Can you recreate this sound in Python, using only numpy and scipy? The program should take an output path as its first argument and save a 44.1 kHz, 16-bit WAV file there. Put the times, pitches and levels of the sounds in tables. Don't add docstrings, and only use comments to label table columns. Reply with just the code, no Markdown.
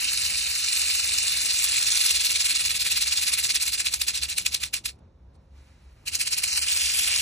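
import sys
import numpy as np
from scipy import signal
from scipy.fft import rfft, irfft
from scipy.io import wavfile
from scipy.ndimage import uniform_filter1d, map_coordinates

SR = 44100
rng = np.random.default_rng(int(sys.argv[2]) if len(sys.argv) > 2 else 0)


def store_wav(level_fs):
    pcm = np.round(np.clip(np.atleast_2d(level_fs), -1, 1) * 32767)
    wavfile.write(sys.argv[1], SR, pcm.T.astype(np.int16))


def gain_from_db(level_db):
    decades = np.asarray(level_db, float) / 20
    return 10 ** decades


N = 317961
TIME, HZ = np.arange(N) / SR, np.arange(N // 2 + 1) * SR / N

# [t/s, burst level/dB]
BUZZ = [(0.05, -27), (0.472, -27.5), (0.905, -25), (1.372, -25.5), (1.828, -24), (2.111, -22.5),
        (2.409, -23), (2.71, -24.5), (3.024, -23.5), (3.336, -23.5), (3.558, -23.5)]
# [t/s, burst level/dB]
BUZZ_AGAIN = [
    (6.484, -28),
    (6.577, -24.5),
    (6.679, -23),
    (6.817, -25),
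    (6.995, -25),
    (7.205, -24),
]
SWINGS_DONE = [
    [0, 10, 20, 30, 40, 46, 52, 58, 64, 70, 74],
    [0, 2, 4, 7, 11, 16],
]
# [t/s, burst level/dB, slap on top level/dB, swell before it t/s]
SLOW_SWINGS = [(3.626, -24, 0, 0.032), (3.68, -26, 2.5, .029), (3.739, -23.5, 1, 0.023),
               (3.803, -25.5, 3.5, 0.032), (3.868, -25, 3.5, .027), (3.942, -29, 7.5, 0.037),
               (4.018, -30, 7, .028), (4.084, -25, 3, 0.02), (4.161, -27, -0.9, 0.028),
               (4.235, -28.5, 4, 0.024), (4.301, -27.5, 0, 0.02), (4.383, -29.5, 7, 0.023),
               (4.465, -29, 8, 0.018), (4.547, -28.5, 7.4, 0.038), (4.637, -33, 8.5, .04),
               (4.741, -28.5, 6, 0.017), (4.86, -34, 7.5, 0.024), (6.081, -31.5, 3.5, 0.025),
               (6.155, -28.5, 4.5, 0.041), (6.213, -26, 1.7, 0.027), (6.277, -29.5, 5.5, .027),
               (6.331, -25, 1.5, .026), (6.385, -26, 3, 0.024), (6.439, -27.5, 6.4, 0.023)]
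# [wait t/s, fall to the lull level/dB]
SETTLING = [(.043, 0.4), (.047, 3), (.05, 8), (.06, 13.5), (.078, 16), (.087, 16.5), (.102, 31),
            (.12, 39.5)]
# [t/s, level/dB, length t/s]
RUSTLES = [
    (4.991, -70, .005),
    (5.354, -69.5, 0.012),
    (5.597, -80, .03),
]
# [f/Hz, level/dB per Hz]
SHELL_COLOUR = [(300, -22.5), (900, -25), (1400, -17.5), (2000, -11.5), (2600, -1.5), (3400, -6),
                (4300, -0.5), (5200, -4.5), (6500, -8), (7500, -5), (10500, -6), (12900, -6.5),
                (13500, -37), (15700, -33)]
# [t/s, treble level/dB]
FACING = [
    (0, 0.1),
    (1.5, 0.67),
    (3, 0.4),
    (4.7, -0.5),
    (6.1, 0),
    (6.7, .6),
    (6.95, 0),
    (7.2, -1.5),
]
# [f/Hz, level/dB per Hz]
WASH_COLOUR = [(120, -26.5), (250, 5), (500, -7.5), (900, -7.5), (1500, -14.5)]
# [f/Hz, likeness 0-1, right lag/rad, left minus right level/dB]
PORTS = [(700, .5, -.9, -2), (1000, .4, .2, -6), (1400, .89, .1, 0), (2050, .89, .2, 0),
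         (3050, .6, 2.3, -2), (3350, .82, .1, .5), (3900, .9, .2, 0), (4680, .74, 2.6, -4),
         (5020, .78, 3.7, -1), (5250, .9, 6.2, .4), (6500, .86, 6.5, 0), (7200, .45, 7.2, 0),
         (10000, .54, 8.7, 0), (11500, .72, 9.4, 0)]
# [t/s, f/Hz, width f/Hz, depth level/dB]
CANCELLING = [
    (0, 3400, 170, 11),
    (1.2, 3270, 170, 10),
    (1.8, 3100, 130, 6),
    (4.9, 3150, 130, 3),
    (6.15, 3550, 300, 8),
    (6.55, 3500, 380, 10),
    (6.68, 3950, 550, 6),
    (7.2, 4100, 600, 6),
]
# [f/Hz, level/dB per Hz]
HUM_COLOUR = [(22, -32), (45, -2.5), (70, -4.5), (110, -7.5), (160, -12), (250, -18), (500, -23.5),
              (900, -27.5), (2000, -42.5), (4000, -45.5), (6500, -52), (8500, -75)]
# [f/Hz, width f/Hz, level/dB]
MOTOR_TONES = [
    (68, 13, -53.5),
    (533, 5, -79),
]
# [f/Hz, level/dB per Hz]
LEAF_COLOUR = [(500, -23), (900, -8), (2500, -5.5), (4800, -10.5), (6200, -13), (8600, -17), (12900, -12),
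               (13400, -48)]
# [t/s, level/dB]
BREEZE = [
    (5.3, -82),
    (5.5, -77),
    (5.58, -62.5),
    (5.7, -65.5),
    (6.03, -64),
]


def rattle():
    level_db = shaking(last_s=0.098, rise_bend=.45, fall_bend=1.36, uneven_db=-0.12)
    for s, db, length_s in RUSTLES:
        level_db = np.maximum(level_db, db - 6 * ((TIME - s) / length_s) ** 2)
    clumps_db = 0.39 * drift(60) + .5 * drift(220)

    shell = colour(ports(*clicks(per_s=16000, spread_db=2, overlap=.9)), SHELL_COLOUR)
    shell = signal.sosfilt(signal.butter(2, 450, "high", fs=SR, output="sos"), shell)
    dull = signal.sosfiltfilt(signal.butter(1, 4500, fs=SR, output="sos"), shell)
    tilt = gain_from_db(np.interp(TIME, *np.transpose(FACING)))
    shell = dull / tilt + (shell - dull) * tilt

    smeared = np.sqrt(np.abs(uniform_filter1d(gain_from_db(2 * level_db), size=4000)))
    wash = gain_from_db(-33.5) * smeared * colour(ports(*rng.standard_normal((3, N))), WASH_COLOUR)
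    return shell * gain_from_db(level_db + clumps_db + 1.66) + wash


def shaking(last_s, rise_bend, fall_bend, uneven_db):
    tops, burst_db, slap_db, swell_s = swings(uneven_db)
    gaps = np.append(np.diff(tops), .045)
    fall_db = np.interp(gaps, *np.transpose(SETTLING))
    rest = np.argmax(gaps)
    next_swell_s = np.append(swell_s[1:], 0.023)
    lulls = tops + gaps - np.clip(next_swell_s, .005, .8 * gaps)
    lulls[rest] = tops[rest] + last_s
    silent_s, wake_s = lulls[rest] + .03, tops[rest + 1] - .028

    times = np.ravel([tops, lulls], "F")
    times = np.insert(times, 2 * rest + 2, [lulls[rest] + 0.025, wake_s])
    levels = np.ravel([burst_db, burst_db - fall_db], "F")
    levels = np.insert(levels, 2 * rest + 2, [-110, -62])

    place = np.interp(TIME, times, np.arange(len(times) - 0.))
    k = np.minimum(place.astype(int), len(times) - 2)
    bent = (place - k) ** np.where(levels[k + 1] > levels[k], rise_bend, fall_bend)
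    level = levels[k] + (levels[k + 1] - levels[k]) * (1 - np.cos(np.pi * bent)) / 2
    near = np.searchsorted((tops[1:] + tops[:-1]) / 2, TIME)
    level = level + 1.45 * slap_db[near] * np.exp(-((TIME - tops[near]) / .005) ** 2)
    return np.where((TIME > silent_s) & (TIME < wake_s), -110, level)


def swings(uneven_db):
    rows = [np.array(SLOW_SWINGS)]
    for table, done in zip((BUZZ, BUZZ_AGAIN), SWINGS_DONE):
        s, db = np.transpose(table)
        each = np.arange(done[-1] + 1)
        chance = rng.standard_normal((len(each), 3))
        top_s = np.interp(each, done, s)
        burst_db = np.interp(each, done, db) + uneven_db * chance[:, 0]
        slap_db = 1.6 + .8 * chance[:, 1]
        swell_s = 0.023 + 0.0033 * chance[:, 2]
        rows.append(np.transpose([top_s, burst_db, slap_db, swell_s]))
    rows = np.vstack(rows)
    return rows[np.argsort(rows[:, 0])].T


def clicks(per_s, spread_db, overlap):
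    sizes = gain_from_db(spread_db * np.minimum(rng.exponential(1, N), 4))
    sizes = sizes * (rng.random(N) < per_s / SR)
    struck = sizes * rng.choice([-1, 1], (3, N)) + 1e-18
    pitches_hz = np.linspace(20, 126, 20) ** 2
    dealt = rng.integers(0, 20, N)
    favour = rng.standard_normal((20, N // 1300 + 2))
    favour_db = 2.5 * map_coordinates(favour, [dealt, np.arange(N) / 1300], order=1)
    rung = 0
    for k, hz in enumerate(pitches_hz):
        hits = struck * gain_from_db(favour_db) * (dealt == k)
        rung = rung + resonate(hits, hz, overlap * 11 * np.sqrt(hz))
    tick = struck * np.std(rung) / np.std(struck)
    return rung + gain_from_db(-17) * tick


def ports(shared, own_left, own_right):
    alike, lag, lean_db = over_hz(PORTS)
    apart = np.minimum((HZ / 430) ** 2.9, 1)
    alike = 1 - apart * (1 - alike)
    side = np.array([[1], [-1]])
    common = np.sqrt(alike) * np.exp(.5j * lag * apart * side) * rfft(shared)
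    own = np.sqrt(1 - alike) * rfft([own_left, own_right])
    return irfft((common + own) * gain_from_db(lean_db * apart / 2 * side), N)


def yard():
    hum = gain_from_db(-51.5 - 3.0 + 2.0 * drift(3)) * colour(ports(*rng.standard_normal((3, N))), HUM_COLOUR)
    for hz, width_hz, db in MOTOR_TONES:
        tone = resonate(rng.standard_normal(N), hz, width_hz)
        hum = hum + gain_from_db(db) * rms_one(resonate(tone, hz, width_hz))
    breeze_db = np.interp(TIME, *np.transpose(BREEZE)) + 0.99 * drift(7.2)
    leaves = colour(ports(*rng.standard_normal((3, N))), LEAF_COLOUR)
    return hum + gain_from_db(breeze_db) * leaves


def rms_one(x):
    return x / np.sqrt(np.mean(x ** 2) + 1e-20)


def over_hz(table):
    hz, *columns = np.transpose(table)
    return [np.interp(np.log(HZ + 1), np.log(hz), c) for c in columns]


def colour(x, spectrum):
    return rms_one(irfft(rfft(x) * gain_from_db(over_hz(spectrum)[0]), N))


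def drift(rate_hz):
    r = np.exp(-2 * np.pi * rate_hz / SR)
    noise = rng.standard_normal(N + SR)
    return rms_one(signal.lfilter([1], [1, -2 * r, r * r], noise)[SR:])


def resonate(x, hz, width_hz):
    r = np.exp(-np.pi * width_hz / SR)
    turn = 2 * r * np.cos(2 * np.pi * hz / SR)
    return signal.lfilter([(1 - r * r) / 2, 0, (r * r - 1) / 2], [1, -turn, r * r], x)


def scene():
    return rattle() + yard()


def joint_stereo(x, under_db, waver_db, thrift_db, attack_db):
    frame = 2048
    window = np.sqrt(np.hanning(frame + 1)[:-1])
    hz, s, (mid, side) = signal.stft([x[0] + x[1], x[0] - x[1]], SR, window, frame)
    pitch = hz[:, None]
    cancel_s, *columns = np.transpose(CANCELLING)
    centre_hz, width_hz, depth_db = (np.interp(s, cancel_s, c) for c in columns)
    mid = mid * gain_from_db(-depth_db * np.exp(-((pitch - centre_hz) / width_hz) ** 2))

    band = (np.sqrt(hz + 300) / 2.6).astype(int)
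    sums = (band[:, None] == np.arange(band.max() + 1)).T * 1.
    chance = uniform_filter1d(rng.standard_normal((len(sums), len(s))), size=3) * np.sqrt(3)
    mid_power = sums @ abs(mid) ** 2 + 1e-20
    side_power = sums @ abs(side) ** 2 + 1e-20
    lead_db = 10 * np.log10(mid_power / side_power) + waver_db * chance
    power_db = 10 * np.log10(np.sum(abs(side) ** 2, axis=0) + 1e-20)
    attack = np.diff(power_db, prepend=0) + waver_db / 2 * chance[0] > attack_db
    lead_db[38:] += thrift_db * (chance[1] - 1.1 + 2.5 * attack)
    lead_db[:9] = 0

    kept = np.where(pitch < 13100, 1, gain_from_db(7.5) * attack)
    outside = abs(pitch - centre_hz) > .7 * width_hz
    mid = mid * (outside | (depth_db + waver_db * chance[2] < 10.5))
    mid = mid * kept * (lead_db > -under_db)[band]
    side = side * kept * (lead_db < under_db + 1.5)[band]
    return signal.istft([mid + side, mid - side], SR, window, frame)[1][:, :N] / 2


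def band_limit(x):
    return signal.sosfilt(signal.butter(12, 15820, fs=SR, output="sos"), x)


def record(dry):
    joined = joint_stereo(dry, under_db=9, waver_db=2, thrift_db=3.5, attack_db=4)
    return band_limit(joined)


dry = scene()
out = record(dry)
store_wav(out)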